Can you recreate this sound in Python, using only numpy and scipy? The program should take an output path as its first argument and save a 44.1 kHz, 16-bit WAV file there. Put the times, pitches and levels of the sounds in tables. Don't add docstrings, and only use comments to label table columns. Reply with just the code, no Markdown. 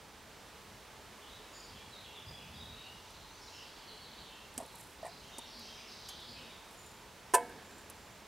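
import sys
import numpy as np
from scipy import signal
from scipy.fft import rfft, irfft, next_fast_len
from scipy.io import wavfile
from scipy.ndimage import uniform_filter1d

SR = 44100
rng = np.random.default_rng(int(sys.argv[2]) if len(sys.argv) > 2 else 0)


def master(y):
    cut = np.clip(np.atleast_2d(y).T, -1, 1)
    pcm = np.round(cut * 32767)
    wavfile.write(sys.argv[1], SR, pcm.astype(np.int16))


def volts(x):
    e = np.asarray(x, float) / 20
    return 10 ** e


N = 364707


def shaped(x, points):
    hz, db = np.transpose(points)
    size = next_fast_len(len(x))
    axis = np.log(np.arange(size // 2 + 1) * SR / size + 1)
    gain = volts(np.interp(axis, np.log(hz), db))
    return irfft(rfft(x, size) * gain, size)[:len(x)]


def unit(x):
    return x / np.sqrt(np.mean(x ** 2))


def walk(rate):
    size = int(SR / rate)
    steps = np.repeat(rng.standard_normal(N // size + 1), size)
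    return uniform_filter1d(uniform_filter1d(steps, size), size)[:N]


def resonance(hz, width_hz):
    return unit(signal.lfilter(*signal.iirpeak(hz, hz / width_hz, SR), rng.standard_normal(N)))


def swells(rows, attack_s, release_s):
    t = np.arange(N) / SR
    gain = 0
    for s, hold, db in rows:
        rise = np.minimum((t - s) / attack_s, 0)
        fall = np.maximum((t - s - hold) / release_s, 0)
        gain = gain + volts(db) * np.exp(rise - fall)
    return gain


HISS_DB = -55
# f/Hz, spectral density/dB per Hz
HISS_SPECTRUM = [(18, -26), (32, -10), (45, 2), (95, -11), (140, -16), (200, -6), (300, -6), (600, -5.5),
                 (1150, -7), (1400, -8.5), (2500, -11), (3400, -12), (5600, -16), (15600, -28)]
# f/Hz, side minus mid/dB
HISS_WIDTH = [(60, -26), (110, 1), (200, -8), (380, -11.5), (700, -12), (1290, -12.5), (2380, -20.5),
              (4400, -12), (8120, -4), (15000, -9)]
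# f/Hz, left minus right/dB
HISS_LEAN = [(60, 0), (110, 6), (200, 0), (380, -1.5), (700, -1.5), (1290, -2), (2380, -3.5), (4400, -2),
             (8120, -0.5), (15000, 0.5)]


def hiss():
    mid = shaped(rng.standard_normal(N), HISS_SPECTRUM)
    gain = volts(HISS_DB) / np.sqrt(np.mean(mid ** 2))
    side = shaped(shaped(rng.standard_normal(N), HISS_SPECTRUM), HISS_WIDTH)
    lean = np.array(HISS_LEAN) * [1, .5]
    return gain * np.array([shaped(mid + side, lean), shaped(mid - side, lean * [1, -1])])


# f/Hz, bandwidth/Hz, level/dB re hiss
BURNER_GAP = [(426.3, 24, -15.5), (876, 36, -12.5), (990, 74, -15)]


def burner():
    return sum(volts(HISS_DB + db + 1.5 * walk(4)) * resonance(hz, width_hz) for hz, width_hz, db in BURNER_GAP)


def flutter():
    puffs = rng.standard_normal(N) * volts(0.4 * walk(25))
    return unit(shaped(puffs, [(35, -22), (70, -0.5), (120, -4.0), (220, -7), (450, -42.0)]))


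# t/s, hold/s, level/dB
VALVE_SURGES = [(.7, 0.028, -72), (1.06, 0.022, -80), (1.73, 0.027, -61), (1.84, 0.074, -67),
                (2.18, .02, -75), (2.28, .04, -56), (2.42, 0.33, -59), (2.63, 0.031, -66),
                (2.88, 0.094, -70), (4.2, 0.039, -66), (6.8, 0.52, -72), (7.5, .08, -73),
                (8.12, 0.084, -69)]


def stove(rumble_db=-65):
    jet, gap, low = hiss(), burner(), flutter()
    breathing = jet * volts(.5 * walk(3))
    flow = volts(rumble_db + 2.5 * walk(9)) + swells(VALVE_SURGES, attack_s=0.015, release_s=0.021)
    return breathing + gap + low * flow


# t/s, length/s, f/Hz, level/dB
WHISTLE_NOTES = [(1.51, 0.13, 5190, -65), (1.533, 0.03, 6900, -58), (1.557, 0.08, 4570, -65),
                 (1.749, 0.11, 3320, -62), (1.799, .03, 2360, -63), (2.051, 0.051, 3340, -61),
                 (2.266, 0.038, 4920, -53.5), (2.33, 0.063, 3356, -56.5), (2.603, 0.14, 3787, -52),
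                 (2.85, 0.072, 2840, -55), (3.293, 0.05, 6090, -67), (3.412, 0.023, 5400, -61),
                 (3.499, 0.084, 2900, -63), (3.544, 0.02, 5430, -58), (5.09, 0.09, 4096, -63),
                 (5.229, 0.089, 3150, -62), (5.321, 0.11, 3690, -58.5), (5.65, 0.062, 3197, -57),
                 (5.802, 0.05, 2770, -62), (5.86, 0.13, 5330, -62.5), (6.09, 0.03, 3090, -60),
                 (6.36, 0.043, 2560, -60), (6.44, 0.1, 3760, -66), (6.779, 0.02, 7060, -59.5),
                 (6.827, .04, 7120, -64)]
# t/s, length/s, f/Hz, level/dB
SLUR_NOTES = [(1.225, 0.066, 3150, -64), (1.274, 0.094, 3720, -64.5), (1.534, 0.11, 4840, -60),
              (1.737, .08, 2900, -65), (2.02, 0.17, 3016, -62.5), (2.36, 0.13, 2720, -62),
              (2.528, 0.14, 3545, -59), (2.712, 0.16, 4350, -66.5), (2.73, 0.12, 2795, -61),
              (3.128, 0.19, 3980, -66.5), (3.5, 0.15, 2950, -61), (3.784, 0.29, 3170, -64),
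              (3.831, 0.19, 4280, -64), (4.199, 0.084, 3430, -60), (4.288, 0.13, 2960, -60),
              (4.619, 0.17, 4080, -68), (5.21, 0.29, 3036, -65), (5.534, 0.079, 4530, -56),
              (6.09, 0.17, 3545, -59.5), (6.365, 0.21, 3570, -67), (1.217, 0.046, 3250, -61),
              (6.38, .06, 2750, -66), (7.622, .2, 7300, -74), (7.95, 0.21, 7200, -73)]
# t/s, f/Hz, level/dB
CHIP_NOTES = [(1.54, 7110, -66), (2.155, 3640, -52), (2.54, 4900, -62), (3.34, 4500, -63),
              (3.46, 3920, -60), (3.41, 5100, -62), (3.56, 5000, -60), (3.69, 4430, -64), (3.76, 4330, -67),
              (5.29, 2810, -67), (5.46, 5560, -60), (5.76, 5030, -59), (5.76, 2465, -59), (6.27, 4820, -60),
              (4.031, 3930, -59)]
# t/s, f/Hz, level/dB
TRILL_NOTES = [(1.36, 3195, -68.5), (1.62, 4150, -68), (2.129, 2980, -68), (2.751, 4110, -65.5),
               (2.9, 5430, -68), (3.0, 6690, -74), (2.0, 2600, -70), (5.701, 2680, -66.5),
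               (3.04, 3730, -65), (3.362, 5000, -66), (3.35, 6300, -67.5), (3.58, 4000, -63.5),
               (3.611, 4680, -71), (4.071, 3720, -63), (4.38, 3940, -71), (4.99, 4520, -63),
               (5.17, 6180, -70), (5.35, 3880, -63), (5.46, 4880, -58.5), (5.58, 5600, -62.5),
               (5.63, 3324, -61.5), (5.87, 5680, -63), (5.88, 4310, -57.5), (6.03, 3750, -62),
               (6.15, 4620, -61), (6.299, 3030, -65)]
# delay/s, f/Hz, level/dB
PAIR_NOTES = [
    (0, 4470, -59),
    (.025, 4050, -58),
]
PAIR_START_S, PAIR_EVERY_S = 3.865, .147
WHISTLE_HZ, SLUR_HZ, CHIP_HZ, TRILL_HZ = 190, 700, 696, 1640
CHIP_S, TRILL_S = 0.0347, .23


def song():
    pairs = [(PAIR_START_S + k * PAIR_EVERY_S + lag, CHIP_S, hz, db)
             for k in range(3) for lag, hz, db in PAIR_NOTES]
    return ([(s, length, hz, WHISTLE_HZ, db) for s, length, hz, db in WHISTLE_NOTES + pairs]
            + [(s, length, hz, SLUR_HZ, db) for s, length, hz, db in SLUR_NOTES]
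            + [(s, CHIP_S, hz, CHIP_HZ, db) for s, hz, db in CHIP_NOTES]
            + [(s, TRILL_S, hz, TRILL_HZ, db) for s, hz, db in TRILL_NOTES])


def whistle(pitch):
    return np.sin(2 * np.pi * np.cumsum(pitch) / SR)


# t/s, length/s, f/Hz, fall/Hz, level/dB
GLIDE_NOTES = [
    (1.912, 0.076, 3950, 700, -56),
    (1.97, .07, 4100, 610, -63),
    (1.94, .06, 4300, 1000, -63),
    (1.72, .04, 3200, 400, -63),
    (5.54, .1, 4100, 700, -61),
    (6.35, .07, 3000, 900, -60),
    (6.25, 0.07, 4600, 830, -62),
    (1.3, .08, 3750, -400, -62),
    (5.57, .05, 4500, 1200, -59),
]


def bird(trill_hz=25.83, t60=0.72, direct_db=-9, early_s=.004):
    dry = np.zeros(N + SR)
    for s, length, hz, sweep_hz, db in song():
        t = np.arange(int(max(length, .02) * SR)) / SR
        turn = (t * trill_hz * rng.uniform(.6, 1.4) + rng.random()) % 1
        pitch = hz + sweep_hz * (.5 - turn)
        swell = np.minimum(1, np.minimum(t, t[-1] - t) / 0.0011)
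        swell *= np.minimum(1, np.minimum(turn, 1 - turn) / 0.04)
        start = int((s - early_s) * SR)
        dry[start:start + len(t)] += volts(db + 6.5) * swell * whistle(pitch)
    for s, length, hz, fall_hz, db in GLIDE_NOTES:
        t = np.arange(int(length * SR)) / SR
        pitch = hz + fall_hz * (.5 - np.sqrt(t / length))
        swell = np.minimum(1, np.minimum(t, t[-1] - t) / 0.0029)
        start = int(s * SR)
        dry[start:start + len(t)] += volts(db + 6.0) * swell * whistle(pitch)
    dry[:N] *= volts(2.5 * walk(60))
    t = np.arange(SR) / SR
    echoes = rng.standard_normal((2, SR)) * np.exp(-np.log(1000) * t / t60)
    echoes /= np.sqrt(np.sum(echoes[0] ** 2))
    echoes[0, 0] = volts(direct_db)
    mid, side = signal.fftconvolve(dry[None, :N], echoes, axes=1)[:, :N]
    left = mid * volts(-0.7) + volts(-32) * side
    right = mid * volts(-0.5) - volts(-12.5) * side
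    return volts(-1.0) * np.array([left, right])


def ring(modes, damping=0.53):
    t = np.arange(SR // 2) / SR
    y = 0
    for hz, db, t60 in modes:
        y = y + volts(db) * np.sin(2 * np.pi * hz * t) * np.exp(-np.log(1000) * t * damping / t60)
    return y / np.abs(y).max()


def blows(rows, crack):
    out, t = np.zeros(N + SR), np.arange(SR // 20) / SR
    for s, db, rattle in rows:
        burst = rng.standard_normal(len(t)) * np.exp(-t / rattle)
        burst *= crack / np.sqrt(np.sum(burst ** 2))
        burst[0] = 1
        start = int(s * SR)
        out[start:start + len(t)] += volts(db) * burst
    return out[:N]


def strike(rows, body, crack, air_db):
    push = blows(rows, crack)
    return signal.fftconvolve(push, body)[:N] + volts(air_db) * push


# f/Hz, spectral density/dB per Hz
PRONG_SPECTRUM = [(1470, -52), (2500, -7), (3820, -16), (5960, -9), (6590, -9.5), (7800, -5), (9170, -4),
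                  (10200, -6.5), (13500, -12), (15700, -20)]


def clatter(rows, longer, tail_db, tail_s, focus_db):
    out, t = np.zeros(N + SR), np.arange(SR // 5) / SR
    for s, db, rattle, hz in rows:
        fade = np.exp(-t / (longer * rattle)) + volts(tail_db) * np.exp(-t / tail_s)
        burst = fade * rng.standard_normal(len(t))
        burst += volts(focus_db) * signal.lfilter(*signal.iirpeak(hz, 5., SR), burst)
        start = int(s * SR)
        out[start:start + len(t)] += volts(db) * burst
    return shaped(out[:N], PRONG_SPECTRUM)


# f/Hz, level/dB, t60/s
HELD_POT_MODES = [(686, 9, 0.058), (730, -4, 0.039), (870, 3, 0.05), (1073, -1, 0.046), (1410, -9, .03),
                  (1900, -3, 0.03), (2320, -20, .02)]
# t/s, pot level/dB, support level/dB, rattle/s, brightest f/Hz
SLIDE_CONTACTS = [(1.43, -64, -55, .002, 9000), (3.105, -52, -49, 0.0022, 9000),
                  (4.54, -67, -48, .002, 10000), (4.578, -55, -23, 0.0016, 8440),
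                  (4.587, -43, -42, .002, 9000), (4.601, -41, -47, 0.0015, 8200),
                  (4.61, -40, -45, 0.0026, 8500), (4.63, -45, -51, 0.0023, 8500),
                  (4.662, -55, -45, 0.0011, 9500), (5.029, -47, -45, 0.00047, 9000),
                  (5.045, -38, -58, 0.0035, 9000), (5.0485, -39, -56, 0.00089, 9000),
                  (5.0532, -49, -46, 0.0028, 9000), (5.0645, -40, -43.5, 0.0024, 9000),
                  (5.078, -53, -50, 0.0018, 8000), (5.28, -59, -53, .003, 10000),
                  (5.3837, -59, -30, 0.0014, 7600), (5.391, -48, -41, 0.0012, 9300),
                  (6.71, -66, -52, .002, 11000), (6.795, -63, -50, .001, 9900),
                  (6.83, -64, -51, .001, 9000), (6.863, -57, -45, 0.001, 9500),
                  (7.497, -62, -50, .002, 10000), (7.709, -59, -52, 0.0034, 7400),
                  (7.782, -65, -49, 0.004, 7340), (7.812, -65, -54, .003, 8500),
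                  (7.8995, -56, -35, 0.0018, 11100), (7.965, -61, -54, .002, 5000)]


def sliding_pot():
    hits = np.array(SLIDE_CONTACTS)[:, [0, 1, 3]]
    return strike(hits, ring(HELD_POT_MODES), crack=1.0, air_db=-25)


def sliding_ticks():
    hits = np.array(SLIDE_CONTACTS)[:, [0, 2, 3, 4]]
    return clatter(hits, longer=2.6, tail_db=-33.0, tail_s=.018, focus_db=5.0)


# f/Hz, level/dB, t60/s
SOIL_MODES = [(250, -5.5, 0.036), (360, 7.5, 0.0086), (565, 2.5, 0.012), (935, 1, 0.025)]
# t/s, level/dB, rattle/s
SOIL_THUDS = [
    (2.31, -44, .002),
    (4.579, -42, 0.00093),
    (4.59, -42, .01),
    (4.625, -40, .015),
    (5.3835, -40, 0.0012),
    (5.391, -50, .002),
    (7.5, -43, .04),
    (7.84, -53, .002),
    (8.22, -47, .002),
]


def canister():
    return strike(SOIL_THUDS, ring(SOIL_MODES), crack=0.27, air_db=-20)


def knocking(rows, rise_s):
    out, t = np.zeros(N + SR), np.arange(SR // 2) / SR
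    for s, hz, db, t60 in rows:
        swell = (1 - np.exp(-t / rise_s)) * np.exp(-np.log(1000) * t / t60)
        start = int(s * SR)
        out[start:start + len(t)] += volts(db) * swell * np.sin(2 * np.pi * hz * t)
    return out[:N]


# t/s, f/Hz, level/dB, t60/s
SOFT_KNOCKS = [(4.5775, 250, -37, 0.044), (5.3835, 320, -45, .025), (5.3835, 620, -48, .02),
               (5.388, 930, -44, .04), (4.578, 400, -38, 0.017), (4.74, 940, -49.5, .06),
               (6.088, 6480, -51, .08), (6.088, 7500, -51, .06), (4.578, 1660, -46, .02),
               (4.578, 1250, -43, .02), (4.586, 730, -42, .04), (4.594, 1160, -50, .04),
               (4.6015, 693, -35, 0.04), (4.603, 950, -48, .04), (4.6105, 660, -34, 0.027),
               (4.63, 400, -49, 0.032), (4.645, 520, -48, .04), (4.797, 1860, -56, 0.045),
               (5.066, 2350, -50, 0.033), (4.634, 870, -45.5, .03), (5.0295, 660, -33.5, 0.037),
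               (5.036, 1830, -51, .04), (5.044, 640, -46, .04), (5.048, 656, -33, 0.022),
               (5.052, 1870, -44, .025), (5.055, 990, -41, 0.027), (5.064, 700, -33.5, 0.038),
               (5.064, 1940, -50, .04), (5.075, 1790, -47, .03), (5.079, 700, -47, .05),
               (5.079, 1020, -47, .04), (5.091, 700, -48, .04)]


def held_knocks():
    return knocking(SOFT_KNOCKS, rise_s=0.0017)


# t/s, hold/s, level/dB
SKIN_RUBS = [
    (4.6, .02, -67),
    (4.75, .01, -65),
    (4.79, 0.033, -59.5),
    (4.87, 0.052, -71),
    (6.7, 0.04, -70),
    (6.75, .01, -71),
    (6.86, 0.045, -69),
    (7.45, .05, -70),
    (7.78, 0.047, -83),
]


def rubbing():
    slips = rng.standard_normal(N) * volts(5.4 * walk(300))
    bright = shaped(slips, [(4000, -28), (7500, 3), (9500, 4), (12500, 0), (16000, -20)])
    return unit(bright) * swells(SKIN_RUBS, attack_s=0.035, release_s=0.05)


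# t/s, hold/s, level/dB
SINGING_SWELLS = [
    (4.7, .05, -70),
    (5.5, 0.35, -64),
    (6.3, 0.19, -67),
]


def singing():
    return resonance(236., 9.) * swells(SINGING_SWELLS, attack_s=0.049, release_s=0.16)


# f/Hz, level/dB, t60/s
HANDLE_MODES = [(6540, 0, 0.099), (7540, -6, 0.11), (8900, -10, 0.027), (9830, 0, 0.14), (11700, 4, 0.071),
                (13140, -9, .15)]
# t/s, level/dB, rattle/s
HANDLE_TOUCHES = [
    (5.594, -60.5, .004),
    (6.0876, -49.5, 0.011),
    (6.201, -63, .005),
]


def handle():
    rattle = strike(HANDLE_TOUCHES, ring(HANDLE_MODES, damping=2.0), crack=2.9, air_db=18.0)
    return shaped(rattle, [(3000, -2.5), (6000, 0), (12500, 0), (15500, -9)])


SETTLE_S, SETTLE_LENGTH_S, SETTLE_DB = 7.337, .0135, -26.5
SETTLE_HZ, SETTLE_CLIMB_HZ_PER_S = 345, 6500


def settling(attack_s=0.0019, release_s=.004):
    t = np.arange(N) / SR - SETTLE_S
    hz = SETTLE_HZ + SETTLE_CLIMB_HZ_PER_S * np.clip(t, 0, .03)
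    swell = swells([(SETTLE_S + attack_s, SETTLE_LENGTH_S, SETTLE_DB)], attack_s / 2, release_s)
    return whistle(hz) * swell


# t/s, f/Hz, level/dB, t60/s
CLANG_MODES = [(7.3375, 560, -33, .04), (7.338, 780, -27, .04), (7.338, 895, -31, .03),
               (7.338, 1309, -30, .08), (7.338, 2035, -45, .06), (7.338, 2600, -41, .04),
               (7.338, 2900, -41, .05), (7.339, 876, -29.5, .24), (7.33955, 911, -28.5, .24),
               (7.3395, 997, -15.5, .14), (7.339, 2400, -44, .05), (7.339, 3390, -42, .06),
               (7.338, 1545, -29, .06), (7.341, 1745, -26, .09), (7.341, 3150, -45, .08),
               (7.344, 692, -26, .2), (7.3447, 724, -25.5, .18), (7.348, 2600, -38, .09),
               (7.35, 2218, -48, .5), (7.3496, 1745, -32, .03), (7.35, 1820, -44, .09),
               (7.353, 560, -29, .05), (7.356, 640, -31, .05), (7.355, 1580, -33, .04),
               (7.357, 2035, -48, .2), (7.364, 1600, -35, .035), (7.363, 482, -38.5, .3),
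               (7.365, 1309, -54, .5), (7.378, 1820, -52, .2), (7.3796, 997, -38, .03),
               (7.381, 1580, -41, .05), (7.405, 1690, -53, .4)]


def clang():
    return knocking(CLANG_MODES, rise_s=.002)


# f/Hz, level/dB, t60/s
FREE_POT_MODES = [(400, -11, .05), (480, -16, 0.19), (550, -7.5, .06), (692, -16, 0.11), (729, 1, 0.11),
                  (850, -12, .09), (918, -9, 0.19), (1008, -6, 0.038), (1250, -27, .035),
                  (1560, -0.5, 0.019), (1660, -32, 0.23), (1745, -15, 0.03), (2230, -46, .3),
                  (2600, -20, 0.06)]
# f/Hz, level/dB, t60/s
RIM_MODES = [(1820, -6, .1), (2032, -15, 0.17), (2900, -2, .03), (3150, 5, .03), (3470, -1, 0.054),
             (3630, -11, 0.045)]
# t/s, pot level/dB, support level/dB, rattle/s
DROP_BOUNCES = [
    (7.3376, -10.5, -26, 0.0013),
    (7.3412, -16, -21, 0.0033),
    (7.345, -27, -22, 0.0028),
    (7.3483, -12.5, -22.5, 0.0029),
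    (7.351, -22, -23, .003),
    (7.353, -26, -28, .0026),
    (7.3569, -16, -30, 0.0028),
    (7.3655, -30, -36, .003),
    (7.372, -28, -43, .003),
    (7.3815, -16, -46, .0013),
]


def dropped_pot():
    hits = np.array(DROP_BOUNCES)[:, [0, 1, 3]]
    body = ring(FREE_POT_MODES) + volts(-17) * ring(RIM_MODES)
    free = strike(hits, body, crack=2.4, air_db=-12)
    return shaped(free, [(200, -16), (290, -9), (380, 0), (16000, 0)])


def dropped_clatter(brightest_hz=8800):
    hits = [(s, db, rattle, brightest_hz) for s, _, db, rattle in DROP_BOUNCES]
    return clatter(hits, longer=1.2, tail_db=-27, tail_s=0.031, focus_db=0.5)


def stirring(start_s=7.4, level_db=-54.5, fade_s=0.28):
    grit = rng.standard_normal(N) * volts(1.6 * walk(45))
    scrape = signal.fftconvolve(grit, ring(FREE_POT_MODES, damping=1.4))[:N]
    scrape = shaped(scrape, [(300, 6), (1000, -16), (1700, 5), (3000, -21)])
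    return unit(scrape) * swells([(start_s, .1, level_db)], .02, fade_s)


def pot():
    knocks = volts(-22.0) * dropped_pot() + volts(-10.5) * sliding_pot() + volts(0.5) * held_knocks()
    knocks += volts(4.5) * dropped_clatter()
    knocks += volts(-3.5) * sliding_ticks()
    knocks += handle()
    knocks += stirring()
    knocks += canister()
    radiated = shaped(knocks, [(60, -30), (150, -8), (240, 3.5), (330, 0.5), (450, 4.5), (13000, 1.0), (16000, -5)])
    return clang() + settling() + radiated


def scene():
    near = pot() + rubbing()
    angle = volts(-25.0) * (np.roll(near, 3) - near)
    lean = shaped(near, [(200, -16), (400, -14), (600, -24), (1500, -23), (16000, -30)])
    return stove() + singing() + bird() + near + np.array([angle - lean, lean - angle])


def band_limit(x):
    return signal.sosfilt(signal.butter(12, 16340, fs=SR, output="sos"), x)


def record(dry):
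    top_hz = 15760
    cut = signal.sosfilt(signal.ellip(10, .2, 60, top_hz, fs=SR, output="sos"), dry)
    return band_limit(cut)


dry = scene()
out = record(dry)
master(out)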